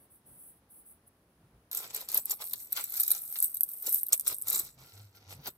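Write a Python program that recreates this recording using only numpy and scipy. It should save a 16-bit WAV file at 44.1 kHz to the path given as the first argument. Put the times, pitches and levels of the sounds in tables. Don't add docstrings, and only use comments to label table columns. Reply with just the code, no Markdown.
import sys
import numpy as np
from scipy import signal
from scipy.fft import rfft, irfft, next_fast_len
from scipy.io import wavfile

SR = 44100
rng = np.random.default_rng(int(sys.argv[2]) if len(sys.argv) > 2 else 0)


def transcribe(signal):
    frames = np.atleast_2d(signal).T
    limited = np.clip(frames, -1, 1)
    pcm = np.round(limited * 32767).astype(np.int16)
    wavfile.write(sys.argv[1], SR, pcm)


N = 245841
POUR_START = 1.713
TOP_HZ = 16450

# (frequency [Hz], relative level [dB per Hz])
FILM_COLOUR = [(2000, -62.5), (4000, -26), (6800, -21), (7600, -18.5), (8200, 6.5), (9000, 3.5), (10500, 2),
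               (12400, 8.5), (14300, 4), (15500, 3), (16300, -32.5)]
# (frequency [Hz], relative level [dB per Hz])
FLAKE_COLOUR = [(200, -44.5), (900, -20.5), (1450, -9), (1900, -11.5), (2400, -10.5), (3100, -16),
                (3900, 3), (4800, -5), (5800, -2), (7400, 2.5), (9000, 3), (14000, -7)]


def amp(db):
    return 10 ** (np.asarray(db) / 20)


def unit(x):
    return x / np.sqrt(np.mean(x ** 2) + 1e-20)


def along(points, hz):
    f, v = np.transpose(points)
    return np.interp(np.log(hz + 1), np.log(f + 1), v)


def curves(rows):
    s, *columns = np.transpose(rows)
    return [np.interp(np.arange(N) / SR, s, column) for column in columns]


def add(track, s, sound):
    part = track[round(s * SR):][:len(sound)]
    part += sound[:len(part)]


def filtered(x, response):
    padded_size = next_fast_len(N + SR // 2)
    hz = np.fft.rfftfreq(padded_size, 1 / SR)
    return irfft(rfft(x, padded_size) * response(hz), padded_size)[..., :N]


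def coloured(x, spectrum, size=2048):
    cepstrum = irfft(np.log(amp(along(spectrum, np.fft.rfftfreq(size, 1 / SR)))))
    cepstrum[1:size // 2] *= 2
    cepstrum[size // 2:] = 0
    kernel = irfft(np.exp(rfft(cepstrum)))
    return signal.fftconvolve(x, kernel / np.linalg.norm(kernel))[:N]


def grains(spectrum, rate, spread_db, life, bed_db, apart, size=140):
    draw = rng.random((int(rate * N / SR), 3))
    t = np.arange(size) / SR
    hz = draw[:, 1:2] * TOP_HZ
    loudness_db = spread_db * np.minimum(-np.log(1 - draw[:, 2:]), 3)
    decay = amp(loudness_db) * np.exp(-t / life)
    turn = apart * rng.standard_normal((len(draw), 1))
    where = ((draw[:, :1] * N).astype(int) + np.arange(size)).ravel()
    shared, across = rng.standard_normal((2, N))
    pair = []
    for sign in (1, -1):
        ticks = decay * np.sin(2 * np.pi * hz * t + sign * turn)
        crackle = np.bincount(where, ticks.ravel(), N + size)[:N]
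        bed = unit(shared + sign * apart * across)
        pair.append(coloured(unit(crackle) + amp(bed_db) * bed, spectrum))
    return unit(np.array(pair))


def swells(starts, lengths, levels_db, shape):
    fall_per_length = 2.1
    grid = np.arange(0, N / SR, .001)
    t, length = grid - starts[:, None], lengths[:, None]
    rise, fall = shape
    before = np.maximum(-t, 0) / rise
    after = np.maximum(t - length, 0) / (fall + fall_per_length * length)
    power = amp(levels_db[:, None] - 60 * (before + after)) ** 2
    return np.interp(np.arange(N) / SR, grid, power.sum(0))


def ports(x, phase):
    return filtered(x, lambda hz: np.exp(.5j * phase(hz) * np.array([[1], [-1]])))


def ambience(bump_db=1):
    # (frequency [Hz], relative level [dB per Hz])
    air_colour = [(20, -52.5), (36, -12.5), (55, 1.5), (130, 0.5), (300, -3), (600, -8.5), (1200, -14),
                  (2500, -23), (6000, -29), (15000, -42.5)]
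    # (frequency [Hz], relative level [dB per Hz])
    handling_colour = [(20, -38), (32, -20), (50, 3.5), (80, -0.5), (160, 0.5), (300, -14), (700, -16.5),
                       (15000, -59)]
    # (time [s], level [dB])
    air_swell = [(0, 2), (.2, -0.5), (.3, 3), (.55, 1), (1.08, 0.5), (1.2, 0), (1.45, 1.5), (2.23, 0.5),
                 (2.6, 1), (3.7, -1.5), (4.8, -1), (5.57, 0)]
    # (time [s], length [s], level [dB])
    bump_rows = [(0.277, 0.07, -65), (1.412, 0.055, -63.5), (1.526, 0.039, -62.5), (2.145, 0.044, -64),
                 (4.31, 0.021, -58.5), (4.47, 0.17, -61.5), (4.767, 0.1, -64.5), (5.322, 0.089, -58.5),
                 (5.38, 0.029, -55), (5.471, 0.012, -53.5)]
    air_db, bump_shape = -66.5, (0.14, 0.095)
    air, handling = [unit(filtered(rng.standard_normal((2, N)), lambda hz: amp(along(spectrum, hz))))
                     for spectrum in (air_colour, handling_colour)]
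    swell_db, = curves(air_swell)
    bumps = np.sqrt(swells(*np.transpose(bump_rows), bump_shape)) * handling
    return amp(air_db + swell_db) * air + amp(bump_db) * bumps


def hum(level_db=1.0, overtone_db=-26, waver_hz=4.2, flutter_db=2.5):
    # (time [s], length [s], first pitch [Hz], last pitch [Hz], level [dB])
    hum_rows = [(4.443, 0.048, 102, 105, -55.5), (4.74, 0.13, 131.6, 134, -58.5),
                (4.913, .22, 103.5, 95, -52), (5.097, 0.24, 104.7, 100, -64),
                (5.233, 0.17, 92.2, 100, -51.5), (5.346, 0.085, 119.6, 156, -51)]
    track = np.zeros(N)
    for s, length, first_hz, last_hz, db in hum_rows:
        u = np.linspace(0, 1, int(length * SR))
        waver = waver_hz * np.interp(u, np.linspace(0, 1, 6), rng.standard_normal(6))
        phase = 2 * np.pi * np.cumsum(first_hz + (last_hz - first_hz) * u + waver) / SR
        tone = np.sin(phase) + amp(overtone_db) * (np.sin(2 * phase) + np.sin(3 * phase))
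        flutter = np.interp(u * length * 50, np.arange(16), rng.standard_normal(16))
        add(track, s, amp(db + level_db + flutter_db * flutter) * np.sin(np.pi * u) * tone)
    return track


def room(x, size=16384):
    # (frequency [Hz], t60 [s])
    room_decay = [(200, 0.045), (2000, 0.058), (8000, 0.055), (16000, 0.09)]
    wet, padded = np.zeros((2, N)), np.pad(x, (0, size))
    for start in range(0, N, size):
        hz, t, z = signal.stft(rng.standard_normal((2, size)), SR, nperseg=256)
        fading = z * amp(-60 * t / along(room_decay, hz)[:, None])
        tail = signal.istft(fading, SR, nperseg=256)[1]
        for port, answer in zip(wet, tail):
            echo = signal.fftconvolve(padded[start:start + size], answer / np.linalg.norm(answer))
            add(port, start / SR, echo)
    return wet


def cup(level_db=1):
    # (time [s], length [s], level [dB])
    push_rows = [(0, 0.046, -63.5), (0.11, 0.052, -61), (0.266, 0.13, -58.5), (0.4, 0.095, -54.5),
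                 (0.569, 0.0083, -68), (0.708, 0.092, -57), (0.863, 0.057, -56), (1.076, 0.006, -61)]
    # (frequency [Hz], relative level [dB per Hz])
    hiss_colour = [(2000, -45), (7400, -65), (8100, 4.5), (10000, 4), (12500, 2), (15600, -1), (16200, -54)]
    push_shape, rest_db = (0.055, 0.042), -79
    level = np.sqrt(swells(*np.transpose(push_rows), push_shape) + amp(rest_db) ** 2)
    before_pour = np.arange(N) < POUR_START * SR
    hiss = grains(hiss_colour, rate=1500, spread_db=2, life=.0005, bed_db=6, apart=.15)
    return amp(level_db) * level * before_pour * hiss


def knocks(level_db=-10, t60=0.046, rise=0.0052, width=0.47):
    # (time [s], level [dB], pitch [Hz])
    knock_rows = [(1.713, -63.5, 597), (1.831, -56.5, 795), (2.014, -54.5, 635), (2.152, -51, 900),
                  (2.18, -53.5, 730), (2.324, -52.5, 696), (2.4, -54, 860), (2.422, -52.5, 700),
                  (2.536, -61, 470), (2.773, -44, 1100), (2.792, -49, 795), (3.003, -61, 520),
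                  (3.115, -59, 1020), (3.357, -60, 790), (3.873, -51, 415), (4.13, -49, 660),
                  (4.316, -50.5, 495), (4.486, -58.5, 430), (4.545, -56.5, 360), (4.599, -56, 400),
                  (5.47, -47.5, 820), (5.475, -48.5, 300)]
    track, t = np.zeros(N), np.arange(SR // 10) / SR
    shape = (1 - np.exp(-t / rise)) * amp(-60 * t / t60)
    for s, db, hz in knock_rows:
        band = signal.butter(2, [hz / (1 + width), hz * (1 + width)], "band", fs=SR)
        burst = shape * rng.standard_normal(len(t))
        add(track, s, amp(db + level_db) * unit(signal.lfilter(*band, burst)))
    return track


def jolts(ring_db=2, sharpness=6):
    # (time [s], level [dB], rise by a factor e [s], t60 [s], lowest frequency [Hz], ringing pitch [Hz])
    jolt_rows = [(1.714, -54, .0003, 0.034, 500, 2720), (1.75, -61, .001, 0.18, 600, 1400),
                 (1.831, -43, .0017, 0.044, 700, 1380), (2.165, -53, 0.011, 0.043, 600, 1330),
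                 (2.423, -38, 0.0092, 0.024, 700, 1320), (2.536, -34.5, 0.00087, 0.023, 1100, 3850),
                 (2.764, -38, .00045, 0.022, 1200, 4100), (2.774, -28.5, 0.00062, 0.021, 800, 1210),
                 (2.795, -40.5, 0.03, .19, 600, 2470), (3.357, -36, .0008, 0.054, 1200, 1970),
                 (4.127, -30, 0.00076, 0.053, 700, 2300), (5.475, -36.5, .017, .045, 504, 1400)]
    # (frequency [Hz], relative level [dB per Hz])
    clump_colour = [(30, -52.5), (100, -32), (350, -17), (800, -7.5), (1400, 0), (2500, 1.5), (4200, 4.5),
                    (7000, -9.5), (15000, 6.5)]
    track, t = np.zeros((2, N)), np.arange(N) / SR
    crunch = grains(clump_colour, rate=1600, spread_db=3, life=.0002, bed_db=-4, apart=.5)
    for s, db, rise, t60, low_hz, ring_hz in jolt_rows:
        level = amp(db - 60 * np.maximum(t - s, 0) / t60) * np.exp(np.minimum(t - s, 0) / rise)
        clump = signal.lfilter(*signal.butter(2, low_hz, "high", fs=SR), crunch)
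        ring = signal.lfilter(*signal.iirpeak(ring_hz, sharpness, fs=SR), clump)
        track += level * (clump + amp(ring_db) * ring)
    return track


def snaps(edge_db=0, body_db=2, ring_share=0.31, rough_db=4, count=5):
    # (time [s], level [dB], flake body relative to that level [dB], length at full strength [s])
    snap_rows = [(1.714, -48, -7, .002), (1.7305, -45.5, -6, 0.0011), (1.749, -42, -12, .0007),
                 (1.771, -39, -15, 0.0065), (1.946, -40, -14, 0.0032), (1.9624, -41.5, -20, 0.0025),
                 (2.0877, -42, -9.5, 0.0014), (2.117, -42, -13, 0.0017), (2.128, -48, -13, .0025),
                 (2.145, -31, -18, .0016), (2.1737, -29.5, -15, 0.0052), (2.256, -38, -34, 0.0012),
                 (2.297, -42, -16, 0.0016), (2.307, -35, -10.5, 0.014), (2.5337, -37.5, -11, 0.0025),
                 (2.723, -39.5, -14.5, .0025), (2.7276, -35.5, -16.5, 0.0018), (2.84, -38, -17, .004),
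                 (2.923, -44, -18, .0015), (2.94, -45, -8, 0.0015), (2.955, -48, -6, 0.0014),
                 (2.973, -38.5, -10.5, .0044), (2.9986, -30.5, -13.5, 0.0054), (3.006, -32, -21, 0.0031),
                 (3.013, -36, -26, 0.0051), (3.0325, -32.5, -13, 0.0043), (3.0783, -34, -14, 0.005),
                 (3.105, -33, -14, .0016), (3.112, -34, -15, 0.0027), (3.1158, -27.5, -17.5, 0.0042),
                 (3.388, -40.5, -33, 0.003), (3.425, -35.5, -20, 0.0033), (3.442, -33, -26, .0035),
                 (3.544, -39.5, -24, .0037), (3.554, -46, -24, .0018), (3.568, -39, -22.5, 0.0046),
                 (3.689, -45.5, -37, 0.0035), (3.8234, -41.5, -23, 0.0034), (3.8694, -41.5, -6.5, 0.0037),
                 (3.8936, -40.5, -15.5, 0.0016), (3.983, -42.5, -16.5, 0.0074), (4.065, -42, -23.5, 0.0034),
                 (4.1235, -37, -9.5, 0.0035), (4.139, -39, -28, 0.0024), (4.145, -42, -30, 0.0017),
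                 (4.2646, -49, -4, 0.00091), (4.271, -41.5, -8, 0.0047), (4.282, -47, -7, .0013),
                 (4.4146, -48.5, -21, 0.0012), (4.4828, -38.5, -8.5, 0.0056), (4.5295, -35, -16, 0.0011),
                 (4.543, -39, -10.5, 0.0046), (4.557, -36, -11, 0.006), (4.595, -35, -14, 0.0049),
                 (4.674, -68, 3, 0.0017)]
    fall_s, tail_db, tail_s, ring_s = 0.0037, -28.5, 0.049, 0.033
    front_db, front_s = 5, 0.00054
    edge, body = np.zeros(N), np.zeros((2, N))
    t = np.arange(SR // 20) / SR
    knots = t[::30]
    for s, db, rel_db, length in snap_rows:
        after = np.maximum(t - length, 0)
        rough = np.interp(t, knots, rng.standard_normal(len(knots)))
        ragged = amp(front_db * np.exp(-t / front_s) + rough_db * rough)
        fading = amp(-60 * after / fall_s) + amp(tail_db - 60 * after / tail_s)
        burst = rng.standard_normal(len(t)) * ragged * fading
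        film_hz = rng.uniform(8000, 15500, (count, 1))
        flake_hz = rng.uniform(3500, 7800, (count, 1))
        layers = [(edge, film_hz, db + edge_db)]
        layers += [(port, flake_hz, db + rel_db + body_db) for port in body]
        for track, hz, level in layers:
            tones = rng.standard_normal((count, 1)) * np.sin(2 * np.pi * hz * t)
            modes = tones.sum(0) * amp(-60 * t / ring_s)
            ring = unit(signal.fftconvolve(burst, modes)[:len(t)])
            add(track, s, amp(level) * unit(unit(burst) + ring_share * ring))
    return coloured(edge, FILM_COLOUR) + np.array([coloured(port, FLAKE_COLOUR) for port in body])


def small_clicks(crinkle):
    rate, rise = 57, 0.00013
    level_db, scatter_db = -0.5, -0.5
    centre_hz, spread_hz = 11000, 1400
    pour_length = N / SR - POUR_START
    draw = rng.random((int(rate * pour_length), 3))
    s = POUR_START + draw[:, 0] * pour_length
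    scatter = 2 * draw[:, 1:] - 1
    film_db = 20 * np.log10(crinkle[(s * SR).astype(int)])
    db = film_db + level_db + scatter_db * np.sqrt(3) * scatter[:, 0]
    return list(zip(s, db, centre_hz + spread_hz * scatter[:, 1], np.full(len(s), rise)))


def clicks(crinkle, level_db=-2.5):
    # (time of peak [s], peak level [dB], pitch [Hz], rise [s])
    click_rows = [(1.9468, -16, 13100, 0.00032), (2.0139, -23.5, 13300, 0.00018),
                  (2.1015, -24, 11000, .0003), (2.2523, -25, 12500, 0.00022), (2.5359, -25, 10650, 0.00015),
                  (2.7648, -24, 5000, 0.00021), (2.7723, -17.5, 3580, 0.00019), (2.8986, -22, 12900, .0003),
                  (2.9044, -22, 12000, 0.0002), (3.0666, -15, 10900, 0.00012),
                  (3.3263, -17.5, 12800, 0.00023), (3.4031, -8, 10800, 0.0003),
                  (3.4263, -12, 11300, 0.00023), (3.6086, -2, 11740, 0.00025), (3.6339, -2, 12400, 0.00023),
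                  (3.9284, -7, 11000, 0.00016), (3.9415, -10, 13500, 0.00016), (3.9456, -2, 12300, 0.00021),
                  (3.9585, -9, 12600, 0.000092), (3.967, -18.5, 12500, 0.00015),
                  (3.981, -15, 13200, 0.00018), (3.994, -20.5, 10600, 0.00015),
                  (4.0108, -20.5, 11600, .00025), (4.033, -10.5, 11750, 0.00045),
                  (4.0851, -16, 13200, .00025), (4.0897, -18, 12200, .00025),
                  (4.126, -19.5, 11900, 0.000203), (4.127, -23.5, 5680, .0007), (4.1312, -3.5, 8040, .0006),
                  (4.137, -20.5, 6100, 0.0002), (4.178, -16.5, 11300, 0.00024),
                  (4.1976, -7.5, 11500, .00016), (4.2101, -15.5, 10800, 0.00016),
                  (4.2791, -5.5, 10200, 0.00036), (4.2874, -10.5, 11500, 0.00014),
                  (4.3456, -18, 11300, 0.00045), (4.385, -19.5, 11300, 0.00033),
                  (4.4225, -15, 10300, 0.00033), (4.5016, -5, 12600, 0.00017),
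                  (4.507, -10.5, 10400, 0.00016), (4.6202, -28, 10800, .00016)]
    under_db, under_ratio = -10.5, 0.82
    tail_db, tail_s = -18.5, 0.032
    track, shiver, t = np.zeros(N), np.zeros(N), np.arange(SR // 20) / SR
    for s, db, hz, rise in list(click_rows) + small_clicks(crinkle):
        shape = (t / rise) ** 2 * np.exp(2 - 2 * t / rise)
        phase = 2 * np.pi * hz * (t - rise)
        partials = np.cos(phase) + amp(under_db) * np.sin(under_ratio * phase)
        add(track, s - rise, amp(db) * shape * partials)
        add(shiver, s, amp(db + tail_db - 60 * t / tail_s) * rng.standard_normal(len(t)))
    return amp(level_db) * (track + coloured(shiver, FILM_COLOUR))


def shaking():
    # (time [s], length [s], film level [dB], flakes shifting in the bag [dB], flakes landing on the heap [dB])
    shake_rows = [(1.719, 0.024, -38.5, -60, -51), (1.747, 0.056, -34.5, -53, -45.5),
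                  (1.815, 0.05, -48, -52.5, -53.5), (1.907, 0.0057, -61, -53.5, -49.5),
                  (1.94, 0.072, -41, -52, -48), (2.089, 0.052, -44, -55.5, -49),
                  (2.141, 0.039, -29, -49.5, -42.5), (2.271, 0.018, -49, -61.5, -48.5),
                  (2.305, 0.024, -31, -52, -49), (2.412, 0.015, -38, -51, -47),
                  (2.427, 0.05, -36.5, -64, -58), (2.763, 0.053, -37, -54.5, -43),
                  (2.933, .1, -35, -59, -48), (3.084, 0.08, -34, -58, -43.5),
                  (3.339, 0.07, -36.5, -64.5, -53), (3.426, 0.018, -21.5, -71, -49.5),
                  (3.847, .015, -41, -72, -43.5), (3.865, 0.018, -28, -50, -49),
                  (3.895, 0.075, -27.5, -64, -52.5), (4.131, 0.0032, -21, -49.5, -41.5),
                  (4.274, 0.0096, -27, -51, -34.5), (4.298, 0.029, -33, -50.5, -46.5),
                  (4.472, 0.091, -32.5, -53, -43), (4.528, 0.071, -33, -57, -37),
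                  (4.602, 0.078, -59, -66.5, -52), (4.784, 0.21, -57.5, -64, -63),
                  (5.153, 0.028, -59, -64, -69), (5.206, 0.18, -72, -66.5, -83),
                  (5.297, 0.034, -47.5, -55, -56), (5.473, 0.011, -37.5, -45.5, -42.5)]
    # (time [s], film level [dB], more or less spilling [dB])
    squeeze_rows = [(1.72, -62, 0), (2.39, -61, 2), (2.5, -39.5, 5.5), (2.57, -46.5, 15.5), (2.62, -37, 7),
                    (2.69, -52, 9), (2.75, -42, 14), (3.3, -35.5, 1), (3.52, -38, -22), (3.65, -47.5, -15),
                    (3.71, -36.5, -2), (3.8, -39.5, -36), (4.08, -46.5, 1.5), (4.25, -48.5, 5.5),
                    (4.36, -43, -4), (4.62, -46, 6), (4.76, -87, 17), (5.57, -63, -2)]
    film_shape, shift_shape, heap_shape = (0.022, 0.11), (0.11, 0.0057), (0.058, 0.032)
    stir_db, spill_db = -33.5, -24
    s, length, film_db, shift_db, heap_db = np.transpose(shake_rows)
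    squeeze_db, more_spill_db = curves(squeeze_rows)
    parts = [(film_db, film_shape, 0),
             (shift_db, shift_shape, stir_db),
             (heap_db, heap_shape, spill_db + more_spill_db)]
    return [np.sqrt(swells(s, length, db, shape) + amp(squeeze_db + between) ** 2)
            for db, shape, between in parts]


def bag(crinkle, shift, crinkle_db=-5.0, shift_db=1):
    # (frequency [Hz], relative level [dB per Hz])
    bulk_colour = [(30, -46), (100, -7), (230, -8.5), (420, 2), (600, -1.5), (820, 2), (1130, -2.5),
                   (1380, 1), (1650, -10), (2050, -1), (3000, -4), (6000, -2.5), (12000, -39.5)]
    film = grains(FILM_COLOUR, rate=1400, spread_db=4, life=.00015, bed_db=-6, apart=.3)
    flakes = grains(bulk_colour, rate=900, spread_db=3.5, life=.0001, bed_db=-6, apart=.4)
    return amp(crinkle_db) * crinkle * film + amp(shift_db) * shift * flakes


def glass_ring(centre_hz, fall_db):
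    # (frequency [Hz], relative level [dB], t60 [s])
    glass_modes = [(1350, -15, .13), (3720, -15, .11), (4200, -19.5, .065), (5530, -9, 0.068),
                   (5790, -7, .079), (6100, -14, 0.053), (7347, 0.5, 0.06), (7950, 0, 0.087),
                   (8440, -6, 0.083), (11900, -8.5, 0.086), (13575, -10, .071)]
    t = np.arange(SR // 4) / SR
    return sum(amp(db - fall_db * abs(np.log2(hz / centre_hz)) - 60 * t / t60) * np.sin(2 * np.pi * hz * t)
               for hz, db, t60 in glass_modes)


def glass(trickle, trickle_db=-2, ring_db=-10, strike_db=-4):
    # (time [s], level [dB], frequency the blow excites most [Hz])
    strike_rows = [(1.773, -26.5, 7400), (2.309, -23.5, 7300), (3.115, -31, 4200), (3.867, -27, 6960),
                   (4.1249, -25, 5780), (4.1305, -24.5, 9260), (4.271, -29, 6000), (4.281, -29.5, 7500),
                   (4.483, -29, 7050), (4.547, -27.5, 7400)]
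    patter = trickle * grains(FLAKE_COLOUR, rate=600, spread_db=5, life=.0002, bed_db=-8, apart=.55)
    ring = glass_ring(centre_hz=7000, fall_db=0)
    ringing = signal.fftconvolve(patter, ring[None] / np.linalg.norm(ring), axes=1)[:, :N]
    ticks = np.zeros(N)
    damping = amp(-60 * np.arange(len(ring)) / SR / 0.19)
    for s, db, hz in strike_rows:
        add(ticks, s, amp(db + strike_db) * damping * glass_ring(hz, fall_db=19.5))
    return amp(trickle_db) * patter + amp(ring_db) * ringing + ticks


def resonance(f, hz, width_hz):
    return 1j * f * width_hz / (hz ** 2 - f ** 2 + 1j * f * width_hz)


def hollow(x):
    # (frequency [Hz], width [Hz], level [dB])
    air_modes = [(454, 46, -6), (790, 19, -4), (1374, 49, -4)]
    return x + filtered(x, lambda f: sum(amp(db) * resonance(f, hz, width) for hz, width, db in air_modes))


def scene():
    # (frequency [Hz], lead of the left port [radians])
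    port_phase = [(1250, 0), (1750, -2.4), (2100, -3.1), (3000, -3.1), (4000, -4), (6000, -6.3),
                  (9600, -3.1), (13300, 0), (16500, 3.1)]
    # (frequency [Hz], level [dB])
    wet_level = [(300, -23), (1300, 1.5), (2200, -1), (5000, 0), (8500, -10), (15000, -15.5)]
    crinkle, shift, trickle = shaking()
    pour = hollow(bag(crinkle, shift) + glass(trickle))
    pour = pour + snaps() + clicks(crinkle) + jolts() + knocks()
    pour = pour * (np.arange(N) >= POUR_START * SR)
    slide = cup()
    direct = ports(pour, lambda hz: np.interp(hz, *np.transpose(port_phase)))
    direct += ports(slide, lambda hz: -2 * np.pi * (hz - 11000) * .000217)
    echo = filtered(room((pour + slide).mean(0)), lambda hz: amp(along(wet_level, hz)))
    return direct + echo + hum() + ambience()


def record(dry, mono_hz=1000):
    mid = (dry[0] + dry[1]) / 2
    side = filtered((dry[0] - dry[1]) / 2, lambda hz: 1 - 1 / (1 + (hz / mono_hz) ** 4))
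    return filtered(np.array([mid + side, mid - side]), lambda hz: 1 / (1 + (hz / TOP_HZ) ** 100))


dry = scene()
out = record(dry)
transcribe(out)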